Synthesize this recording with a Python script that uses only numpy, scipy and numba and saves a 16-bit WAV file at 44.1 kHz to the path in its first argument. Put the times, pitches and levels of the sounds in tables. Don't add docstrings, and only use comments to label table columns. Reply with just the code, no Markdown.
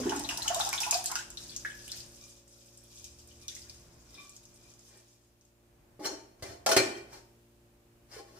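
import sys
import numpy as np
from scipy import signal
from scipy.fft import rfft, irfft, next_fast_len
from scipy.io import wavfile
from scipy.ndimage import uniform_filter1d, map_coordinates
from numba import njit

SR = 44100
rng = np.random.default_rng(int(sys.argv[2]) if len(sys.argv) > 2 else 0)


def dump(signal):
    limited = np.clip(np.atleast_2d(signal).T, -1, 1)
    pcm = np.round(limited * 32767).astype(np.int16)
    wavfile.write(sys.argv[1], SR, pcm)


def invert_db(level):
    return 10 ** (np.asarray(level, dtype=float) / 20)


N = 369999
T = np.arange(N) / SR

# [t/s, level/dB]
GAIN = [(0, -53), (1.2, -58.5), (2, -59), (2.45, -65), (3, -63), (3.7, -62), (3.95, -64.5), (4.8, -64),
        (5.3, -69.5), (6, -66), (7.2, -63), (7.8, -66.5), (8.39, -62.5)]
# [f/Hz, level/dB per Hz]
RUMBLE = [(15, -42), (25, 8.5), (119, -1.5), (162, -1), (234, -9), (294, -7.5), (350, -5), (393, -11.5),
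          (578, -13), (728, -15), (2500, -25), (3250, -52.5), (5500, -120)]
# [f/Hz, level/dB per Hz]
HISS = [(710, -6.5), (1200, -12), (2060, -15), (2590, -12.5), (3700, -16), (7570, -16), (8910, -17.5),
        (16000, -18.5)]
HISS_DB = -72
HUM_DB = [2.5, 4.5, -13, 0, -4, 3, -10, -8, -33.5, -4, -19, -17]
MAINS_HZ, FRIDGE_DB = 58.3, -6
# [start t/s, end t/s, f/Hz, level/dB]
PIPES = [
    (2.94, 3.9, 74, -60),
    (1.47, 2.92, 551, -71.5),
]

# [f/Hz, t60/s]
KITCHEN = [(150, 0.59), (500, 0.65), (2000, 0.57), (6000, 0.46), (14000, 0.048)]
# [f/Hz, side minus mid level/dB]
WIDTH = [(100, -14), (400, -14), (520, -1), (2000, 0), (8000, 1)]
# [f/Hz, left minus right level/dB]
PORTS = [(60, -3), (110, 3), (200, -1), (380, -0.5), (700, -1), (1290, 1.5), (2380, -0.5), (4400, 5),
         (8120, -1.5), (15000, -13.5)]
WATER_REACH, RIM_REACH = 0.8, 0.95
SWAY_S = .00012

# [f/Hz, level/dB, t60/s]
PAN_BASE = [(222, -11.5, 0.15), (285, -3, 0.17), (345.2, 0, 0.17), (379.2, 0, .17), (406, -3.5, 0.1),
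            (479, -7.5, 0.1), (554.4, -8, 0.12), (649, -6.5, 0.17), (828, -11, 0.18), (871, -11.5, 0.15),
            (1080, -9.5, 0.18)]
# [f/Hz, level/dB, t60/s]
PAN_WALL = [(1270, -22, .08), (1473, -12.5, .08), (1570, -12.5, 0.089), (1842, -7, 0.1),
            (1920, -11.5, 0.08), (2070, -13.5, 0.051), (2330, -9.5, 0.08), (2360, -6, .12)]
# [f/Hz, level/dB, t60/s]
LID_GLASS = [(3065, -8, 0.11), (3140, -22.5, .15), (4270, -8, 0.14), (4430, -8.5, .12), (5170, -7.5, 0.16),
             (5610, -29, 0.069), (5920, -21.5, .15), (6160, -25, 0.08), (6700, -10.5, 0.12),
             (7730, -16, .1), (8400, -13, 0.04)]
# [f/Hz, level/dB, t60/s]
RUBBED_WALL = [(1150, -14, 0.14), (1900, -33, 0.069), (2363, -5.5, 0.035), (2425, -3.5, 0.049),
               (3620, -10.5, 0.038)]
RING_S = .17
# [f/Hz, level/dB per Hz]
CLATTER = [(47, -63.5), (80, -31), (378, -7.5), (1220, -14), (1460, -14.5), (1700, -14), (2380, -19),
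           (3620, -22), (5400, -13.5), (16000, -34)]
# [t/s, pan base level/dB, pan wall level/dB, glass level/dB, clatter level/dB]
KNOCKS = [
    (5.995, -39, -70, -79, -59.5),
    (6.393, -80.5, -80, -72, -72.5),
    (6.424, -54.5, -55.5, -61.5, -44),
    (6.662, -36.5, -47.5, -38, -28.5),
    (6.689, -36.5, -42.5, -38.5, -32.5),
    (6.714, -32.5, -46.5, -30.5, -26.5),
    (6.765, -33.5, -19.5, -28.5, -22.5),
    (6.799, -35, -39.5, -43.5, -40),
    (7.128, -65.5, -65, -66.5, -65),
]
# [t/s, length/s, pan base level/dB, pan wall level/dB, lid level/dB]
SLIDES = [(4.18, 0.072, -70, -77, -69), (4.953, 0.068, -71.5, -74, -73.5), (6.031, 0.016, -53, -60, -58.5),
          (6.058, 0.013, -45.5, -56, -39.5), (6.11, 0.039, -49, -61, -60), (6.438, 0.031, -63, -80, -78.5),
          (6.46, 0.017, -73, -59, -63), (6.507, 0.047, -58, -73, -60), (6.855, 0.053, -48.5, -65, -68.5),
          (6.972, 0.015, -56.5, -52.5, -60), (7.149, 0.049, -65, -64, -61.5),
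          (8.142, 0.036, -73, -57.5, -58.5), (8.192, 0.022, -56, -69, -63), (8.312, 0.063, -64, -86, -72),
          (8.385, 0.027, -69, -73, -66.5)]
SLIDE_GLASS_DB = -4
# [t/s, peak level/dB, f/Hz, decay/cycles]
CLANKS = [(.001, -22.5, 460, 1.04), (1.156, -27, 2770, 4.7), (4.2, -61, 1150, 30), (4.25, -56, 1150, 35),
          (4.912, -62, 1900, 26), (5.993, -33.5, 407, 0.88), (6.045, -39, 3065, 40), (6.055, -33, 4280, 50),
          (6.07, -33.5, 6530, 38), (6.055, -38, 900, 25), (6.056, -31, 5500, 60), (6.075, -40.5, 5800, 220),
          (6.07, -48, 5700, 51), (6.424, -49, 699, 65), (6.425, -34, 84, 0.97), (6.49, -43, 86, 2.4),
          (6.664, -29, 660, 36), (6.715, -26.5, 1466, 24), (6.664, -34, 1370, 23), (6.716, -26, 680, 15),
          (6.766, -13, 390, 4.6), (6.768, -27.5, 1475, 12), (6.769, -34.5, 1070, 5.5),
          (6.772, -26, 2500, 20), (6.785, -31, 2500, 15), (6.67, -28, 840, 22), (6.70, -27, 650, 10),
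          (6.774, -25, 2364, 36), (6.80, -28, 2355, 44), (6.80, -25, 380, 9), (6.768, -24, 344, 14),
          (6.0, -44.5, 310, 11), (6.95, -49, 3170, 62), (6.69, -30, 1010, 11), (6.722, -29.5, 1360, 8),
          (6.775, -21, 4240, 33), (6.775, -35.5, 6250, 25), (6.8, -28.5, 555, 8.8),
          (6.776, -38.5, 125, 2.8), (7.13, -45.5, 915, 18), (8.115, -49, 5000, 156), (8.165, -37, 450, 5),
          (8.36, -61, 1340, 25), (8.19, -52, 800, 30), (1.652, -31, 1700, 26)]

# [t/s, peak
# level/dB, f/Hz, foam level/dB]
SPLASHES = [(0.003, -38.5, 5360, -59), (0.0546, -50, 5370, -59), (0.096, -27.5, 5550, -44),
            (0.162, -31.5, 7400, -46), (.108, -46, 6300, -60), (0.195, -32.5, 8450, -41),
            (0.2378, -34.5, 5650, -58), (0.2896, -30.5, 5600, -36), (0.3737, -28, 5200, -38.5),
            (0.4246, -35, 7900, -38), (0.4808, -20, 6300, -41), (0.546, -24, 7140, -39),
            (0.595, -29.5, 5300, -35.5), (.65, -27, 5600, -37.5), (0.69, -31.5, 7300, -56),
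            (0.728, -42, 4970, -37), (0.804, -34, 6000, -34.5), (0.9103, -16, 6650, -31),
            (.943, -19, 4700, -41.5), (.7547, -36, 8770, -70), (0.8183, -31.5, 9800, -53),
            (0.867, -35.5, 10100, -58.5), (0.916, -34, 5940, -58), (.9702, -45, 7000, -60),
            (1.0417, -33, 9300, -49), (1.059, -22, 7160, -39), (1.116, -28.5, 6500, -48),
            (1.1555, -24, 5370, -44), (1.3034, -38, 7040, -56), (1.372, -39, 5440, -53),
            (1.564, -27, 6030, -64), (1.8637, -50, 8090, -68), (1.879, -41, 8300, -58),
            (1.918, -25, 4450, -52),
            (2.004, -38, 4630, -59), (2.2133, -50, 5150, -66), (2.4787, -52, 7250, -66),
         (2.609, -57, 6220, -74), (2.6613, -54, 7450, -81), (2.8389, -53, 9500, -72),
         (3.1871, -55, 5100, -55), (3.275, -49, 8300, -60), (3.415, -50, 5400, -57),
         (3.9828, -60, 5620, -72), (4.365, -43, 6400, -76), (4.454, -47, 5930, -66),
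         (4.5426, -54, 8300, -74), (4.56, -57, 9000, -72), (4.7027, -51, 6250, -74),
         (4.7386, -52, 6100, -70), (4.793, -50, 6370, -75), (4.8514, -56, 5610, -62.5),
         (4.974, -52, 8000, -82), (2.775, -46, 7800, -74), (2.959, -52, 6000, -59), (3.043, -38, 6000, -52),
         (3.482, -29.5, 5650, -49.5), (3.5515, -37, 6000, -48.5), (3.697, -37.5, 4800, -65),
         (4.144, -45.5, 5090, -73), (4.295, -44, 7340, -78), (4.3475, -63, 5280, -63),
         (5.411, -57.5, 5800, -76), (5.452, -59, 6760, -82)]
# [t/s, peak level/dB, f/Hz]
DROPS = [(0.094, -28.5, 2970), (0.1198, -28.5, 1550), (0.247, -29.5, 3950), (0.2916, -21, 2770),
         (0.4205, -25.5, 4150), (0.4786, -20.5, 2980), (0.5464, -28.5, 3670), (0.6081, -21, 3620),
         (0.7292, -22.5, 2285), (0.7787, -22.5, 3540), (0.833, -23, 2590), (0.9255, -25, 2500),
         (1.063, -29, 4440), (1.104, -34, 1420), (1.155, -20.5, 1460), (1.193, -35, 1530),
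         (1.373, -30.5, 3900), (1.495, -34.5, 4470), (1.46, -47, 4670), (1.52, -42.5, 3500),
         (3.31, -52, 2980), (.31, -32.5, 1710), (1.6491, -20, 1650), (1.8794, -40.5, 2800),
         (1.8953, -38, 3480), (1.9178, -25.5, 4340), (3.484, -32, 3620), (3.5655, -45, 2040),
         (3.619, -40, 4950), (3.7, -49, 4500), (4.15, -45.5, 3620), (4.205, -50, 3620), (2.97, -54, 3470),
         (3.03, -56, 3500), (.14, -46, 1650), (.745, -31, 1210)]
# [t/s, peak level/dB, f/Hz, decay/cycles]
BUBBLES = [(.01, -34, 616, 7.8), (.03, -60, 905, 6.8), (.058, -33.5, 820, 9.8), (.095, -32, 690, 8),
           (.16, -33, 830, 11), (.2, -34.5, 857, 17), (.24, -34, 813, 12), (.29, -30, 660, 3.2),
           (.38, -33, 900, 17), (0.12, -18, 795, 5.7), (0.317, -30.5, 856, 10), (0.459, -29.5, 856, 14),
           (0.502, -18.5, 682, 13.4), (0.599, -21, 792, 10.6), (0.668, -29.5, 780, 9.3),
           (0.73, -28.5, 992, 14), (0.809, -38, 862, 38), (0.864, -29, 816, 41), (0.924, -26, 910, 13.5),
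           (0.947, -22.5, 694.5, 23), (1.096, -37, 836, 16), (1.115, -30, 956, 14.4)]
# [t/s, peak level/dB, start f/Hz, decay/cycles]
GURGLES = [(.455, -38, 1245, 9.8), (.522, -35.5, 1172, 10), (.55, -32, 940, 13), (.562, -22, 592, 8.1),
           (.595, -41, 1250, 8), (.66, -27, 724, 8.4), (.728, -31, 893, 10), (.732, -38.5, 1370, 14),
           (.805, -35.5, 766, 12), (.865, -31, 887, 9.6), (.922, -31.5, 1050, 10), (1.098, -41, 1150, 10),
           (1.112, -35, 793, 12.6), (1.154, -37, 1295, 10), (1.19, -40, 1444, 14)]
# [t/s, peak level/dB, f/Hz, decay/cycles]
BUMPS = [(0.004, -31, 252, 42), (0.056, -22, 285, 32), (0.066, -23, 345, 33), (0.124, -30, 285, 34),
         (.015, -35, 420, 14), (.062, -30.5, 406, 27), (.095, -32, 410, 18), (0.178, -29.5, 285, 30),
         (0.249, -40.5, 291, 30)]
# [t/s, peak level/dB]
TICKS = [(0.0947, -36), (0.163, -32), (0.1957, -27), (0.29, -26), (0.3755, -19.5), (0.4254, -25),
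         (0.4823, -33), (0.5462, -22), (0.598, -31), (0.691, -19.5), (0.7292, -21), (0.804, -18),
         (0.9093, -17), (0.916, -25), (0.9704, -28), (1.0425, -22), (1.06, -34), (1.1186, -19),
         (1.155, -26), (1.304, -37), (1.3718, -45), (1.5643, -41), (1.8796, -30), (1.917, -31),
         (3.0445, -38), (3.481, -37), (3.5508, -47), (3.698, -45), (6.424, -37), (6.663, -15.5),
         (6.7136, -19), (6.7665, -18)]
# [t/s, level/dB]
JET = [(0, -40), (.32, -53), (.5, -50), (.72, -48.5), (.9, -49), (1.02, -61), (1.12, -46), (1.3, -77),
       (1.5, -99)]
# [t/s, level/dB]
STIR = [(.8, -75), (1.2, -74), (1.45, -52.5), (1.6, -54), (1.82, -57), (1.96, -49), (2.12, -60.5),
        (2.33, -57.5), (2.44, -71.5), (2.5, -63), (2.95, -62.5), (3.45, -64.5), (3.68, -56.5), (3.9, -66.5),
        (4.21, -62), (4.7, -66), (5.14, -67.5), (5.4, -88)]
# [t/s, length/s, level/dB]
RUBS = [(2.226, 0.035, -57.5), (2.964, 0.1, -66), (3.296, 0.017, -64), (3.44, .035, -58), (3.5, .02, -62),
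        (4.467, 0.027, -84), (4.547, 0.024, -80), (3.7, 0.02, -56), (4.1, 0.065, -63),
        (4.192, 0.026, -45.5), (4.654, 0.034, -59.5), (4.953, 0.064, -87)]
# [f/Hz, level/dB per Hz]
SPRAY = [(1470, -77), (2500, -3.5), (2790, -7), (3570, -8.5), (4150, -11.5), (5150, -2.5), (6450, -2),
         (14500, -14.5), (16000, -22)]
JET_FIZZ_DB, JET_GURGLE_DB, JET_MID_DB = -5.5, -2.5, -3.5
STIR_GURGLE_DB, STIR_MID_DB = -16.5, -19.5
STIR_RUB_DB = -15.5
FIZZ_RISE_S, FIZZ_FADE_S = 0.0015, 0.055
FROTH_DB, FROTH_FADE_S = -14.5, 0.015
RIPPLE_DB, RIPPLE_FADE_S = -23.5, 0.049
SPLASH_CYCLES, DROP_CYCLES, GURGLE_GLIDE = 3.9, 5.03, .16
SPLASH_DRY_DB, DROP_DRY_DB = 3, 2
SPLASH_WET_DB, DROP_WET_DB = -2.5, -0.5
TICK_DB, TICK_S = -7, 0.0013


def unit(x):
    return x / np.sqrt(np.mean(x ** 2))


def shape(x, table):
    hz, db = np.transpose(table)
    size = next_fast_len(x.shape[-1])
    at = np.log(np.maximum(np.fft.rfftfreq(size, 1 / SR), 1))
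    gain = invert_db(np.interp(at, np.log(hz), db))
    return irfft(rfft(x, size) * gain, size)[..., :x.shape[-1]]


def band(x, lo_hz, hi_hz):
    return signal.sosfilt(signal.butter(2, [lo_hz, hi_hz], "band", fs=SR, output="sos"), x)


def walk(rate):
    k = int(SR / rate)
    steps = np.repeat(rng.standard_normal(N // k + 1), k)
    return 1.21 * uniform_filter1d(uniform_filter1d(steps, k), k)[:N]


def curve(table):
    s, db = np.transpose(table)
    return invert_db(np.interp(T, s, db, left=-120, right=-120))


def after(s, db, rise_s, fade_s):
    power = np.zeros(N)
    np.add.at(power, (s * SR).astype(int), invert_db(db) ** 2)
    up, down = np.exp(-1 / (rise_s * SR)), np.exp(-2 / (fade_s * SR))
    fading = signal.lfilter([1], [1, -down], power)
    return np.sqrt(signal.lfilter([1 - up], [1, -up], fading))


def wide(x):
    side = shape(x[1], WIDTH)
    return np.array([x[0] + side, x[0] - side])


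@njit
def grains(s, size, hz, cycles, glide, rise, sr, count):
    out = np.zeros(count)
    for k in range(len(s)):
        start = int(s[k] * sr)
        life, phase = cycles[k] / hz[k] * sr, 0.
        for i in range(min(int(6 * life), count - start)):
            phase += 2 * np.pi * hz[k] / sr * (1 + glide * min(i / life, 3.))
            swell = min(phase / (2 * np.pi * rise), 1.)
            out[start + i] += size[k] * np.exp(-i / life) * np.sin(phase) * swell
    return out


def listed(table, glide, life, rise=0.011):
    s, db, hz, cycles = np.transpose(table).copy()
    return grains(s, invert_db(db), hz, life * np.maximum(cycles, .5), glide, max(rise, .01), 1. * SR, count=N)


def swarm(count, lo_hz, hi_hz, cycles, scatter_db):
    when, luck, pitch = rng.random((count, 3)).T
    size = invert_db(scatter_db * np.minimum(-np.log(1 - luck), 5.5))
    hz = lo_hz * (hi_hz / lo_hz) ** pitch
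    return grains(when * (N - 1) / SR, size, hz, cycles * (.5 + pitch), 0.12, .01, 1. * SR, count=N)


def ring(x, modes):
    out = 0
    for k, (hz, db, t60) in enumerate(modes):
        r = np.exp(-np.log(1000) / (min(t60, RING_S) * SR))
        w = 2 * np.pi * hz / SR
        gain = (-1) ** k * invert_db(db) * np.sin(w) * np.sqrt(1 - r * r)
        out = out + gain * signal.lfilter([1], [1, -2 * r * np.cos(w), r * r], x)
    return out


def background():
    gain_db = np.interp(T, *np.transpose(GAIN))
    rumble = unit(wide(shape(rng.standard_normal((2, N)), RUMBLE))) * invert_db(gain_db + 2.9 * walk(5))
    hum = np.zeros(N)
    for k, db in enumerate(HUM_DB):
        hum += invert_db(db + 0.85 * walk(3.02)) * np.sin(2 * np.pi * (k + 1) * MAINS_HZ * T + k * k)
    pipes = np.zeros(N)
    for start, end, hz, db in PIPES:
        fade = np.clip(np.minimum(T - start, end - T) / 0.094, 0, 1)
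        pipes += invert_db(db) * fade * np.sin(2 * np.pi * hz * T)
    hiss = unit(shape(rng.standard_normal((2, N)), HISS)) * invert_db(HISS_DB + 3.0 + 0.63 * (gain_db + 65.5))
    return rumble + hum * invert_db(gain_db + FRIDGE_DB) + pipes + hiss


def kitchen(x, reach):
    t = T[:int(.9 * SR)]
    tail = 0
    for hz, t60 in KITCHEN:
        noise = band(rng.standard_normal((2, len(t))), hz / 2, min(hz * 1.81, 20000))
        tail = tail + unit(noise) * np.sqrt(hz) * np.exp(-np.log(1000) * t / (reach * t60))
    basin = invert_db(9) * np.exp(-t / 0.01)
    tail = wide(tail * (1 + basin) * np.clip(t / 0.0026, 0, 1))[:, :int(.8 * SR)]
    return signal.fftconvolve(x[None], tail / np.sqrt(np.sum(tail ** 2) / 2), axes=1)[:, :N]


def ticks():
    s, db = np.transpose(TICKS)
    crack = after(s, db + TICK_DB, .0001, TICK_S) * rng.standard_normal(N)
    return band(crack, 3500, 12000) * invert_db(5.5)


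def lid():
    force, t = np.zeros((4, N + SR)), T[:SR // 4]
    for s, *db in KNOCKS:
        start = int(s * SR)
        force[:, start:start + len(t)] += invert_db(np.array(db)[:, None]) * np.exp(-t / 0.011)
    for s, length, base_db, wall_db, lid_db in SLIDES:
        db = np.array([base_db, wall_db, lid_db + SLIDE_GLASS_DB, lid_db])
        start = int(s * SR) - SR // 8
        force[:, start:start + len(t)] += invert_db(db[:, None]) * np.exp(-((t - 1 / 8) / length) ** 2)
    grit = rng.standard_normal((4, N)) * invert_db(1.3 * walk(300))
    grit[3] = unit(shape(grit[3], CLATTER))
    base, wall, glass, clatter = force[:, :N] * grit
    ringing = ring(base, PAN_BASE) + ring(wall, PAN_WALL) + ring(glass, LID_GLASS)
    return invert_db(4.0) * ringing + invert_db(7) * clatter + listed(CLANKS, 0., 0.93)


def rice(stir):
    effort = invert_db(STIR_RUB_DB) * stir
    for at, length, db in RUBS:
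        effort = effort + invert_db(db) * np.exp(-((T - at) / length) ** 2)
    return ring(effort * rng.standard_normal(N) * invert_db(-3.0 + 4.6 * walk(60)), RUBBED_WALL)


def spray():
    return unit(shape(swarm(count=9000, lo_hz=3210, hi_hz=14950, cycles=3.3, scatter_db=2.5), SPRAY))


def water():
    jet, stir = curve(JET), curve(STIR)
    s, db, hz, foam_db = np.transpose(SPLASHES)
    drop, bubble = np.transpose(DROPS), np.transpose(BUBBLES)
    foam = after(s, foam_db, FIZZ_RISE_S, FIZZ_FADE_S)
    fizz = np.sqrt(foam ** 2 + stir ** 2 + (invert_db(JET_FIZZ_DB) * jet) ** 2)
    fizz = fizz * invert_db(-1.5 + 1.9 * walk(40) + 1.4 * walk(8.7))
    froth = after(bubble[0], bubble[1] + FROTH_DB, FIZZ_RISE_S, FROTH_FADE_S)
    churn = invert_db(JET_GURGLE_DB) * jet + invert_db(STIR_GURGLE_DB) * stir + froth
    ripple = after(drop[0], drop[1] + RIPPLE_DB, FIZZ_RISE_S, RIPPLE_FADE_S)
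    ripple = invert_db(JET_MID_DB) * jet + invert_db(STIR_MID_DB) * stir + ripple
    gurgle = unit(band(swarm(count=1400, lo_hz=622, hi_hz=1755, cycles=5.4, scatter_db=3.0), 500, 1900))
    mid = unit(band(swarm(count=5000, lo_hz=1150, hi_hz=3670, cycles=3.4, scatter_db=3.5), 1200, 4900))
    bed = invert_db(-1.0) * fizz * spray() + invert_db(-5.0) * churn * gurgle + invert_db(-7.0) * ripple * mid + rice(stir)
    splashes = listed(np.c_[s, db, hz, 0 * s + SPLASH_CYCLES], 0.04, 0.48)
    splashes = band(splashes, 5060, 14200) * invert_db(13.5)
    drops = listed(np.c_[DROPS, 0 * drop[0] + DROP_CYCLES], 0.0016, 0.79, rise=1.4)
    drops = band(drops, 2000, 11000) * invert_db(6.0)
    bubbles = listed(BUBBLES, 0.054, 0.42, rise=1.2) + listed(GURGLES, GURGLE_GLIDE, 0.98, rise=1.6)
    low = band(bubbles, 673, 2700) + listed(BUMPS, 0., 0.24)
    scattered = invert_db(-1.5) * fizz * np.array([spray(), spray()])
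    return bed + low, splashes, drops, scattered


def scene():
    bed, splashes, drops, scattered = water()
    touches = lid()
    close = bed + invert_db(SPLASH_DRY_DB) * splashes + invert_db(DROP_DRY_DB) * drops + invert_db(1.0) * touches
    direct = np.array([np.roll(close, 3), close]) + ticks()
    near = bed + invert_db(SPLASH_WET_DB) * splashes + invert_db(DROP_WET_DB) * drops
    echoes = invert_db(-0.5) * kitchen(near, WATER_REACH) + invert_db(-1.0) * kitchen(touches, RIM_REACH)
    echoes = np.array([map_coordinates(e, [(T + SWAY_S * walk(18)) * SR], mode="mirror") for e in echoes])
    heard = invert_db(-4.0) * direct + echoes + scattered
    tilt = np.array(PORTS) * [1, .5]
    return np.array([shape(heard[0], tilt), shape(heard[1], tilt * [1, -1])]) + background()


def band_limit(x):
    return signal.sosfilt(signal.butter(12, 16520, fs=SR, output="sos"), x)


def record(dry):
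    mic = signal.sosfilt(signal.butter(3, 40, "high", fs=SR, output="sos"), dry)
    mic = signal.sosfilt(signal.ellip(6, .3, 40, 15300, fs=SR, output="sos"), mic)
    return band_limit(mic)


dry = scene()
out = record(dry)
dump(out)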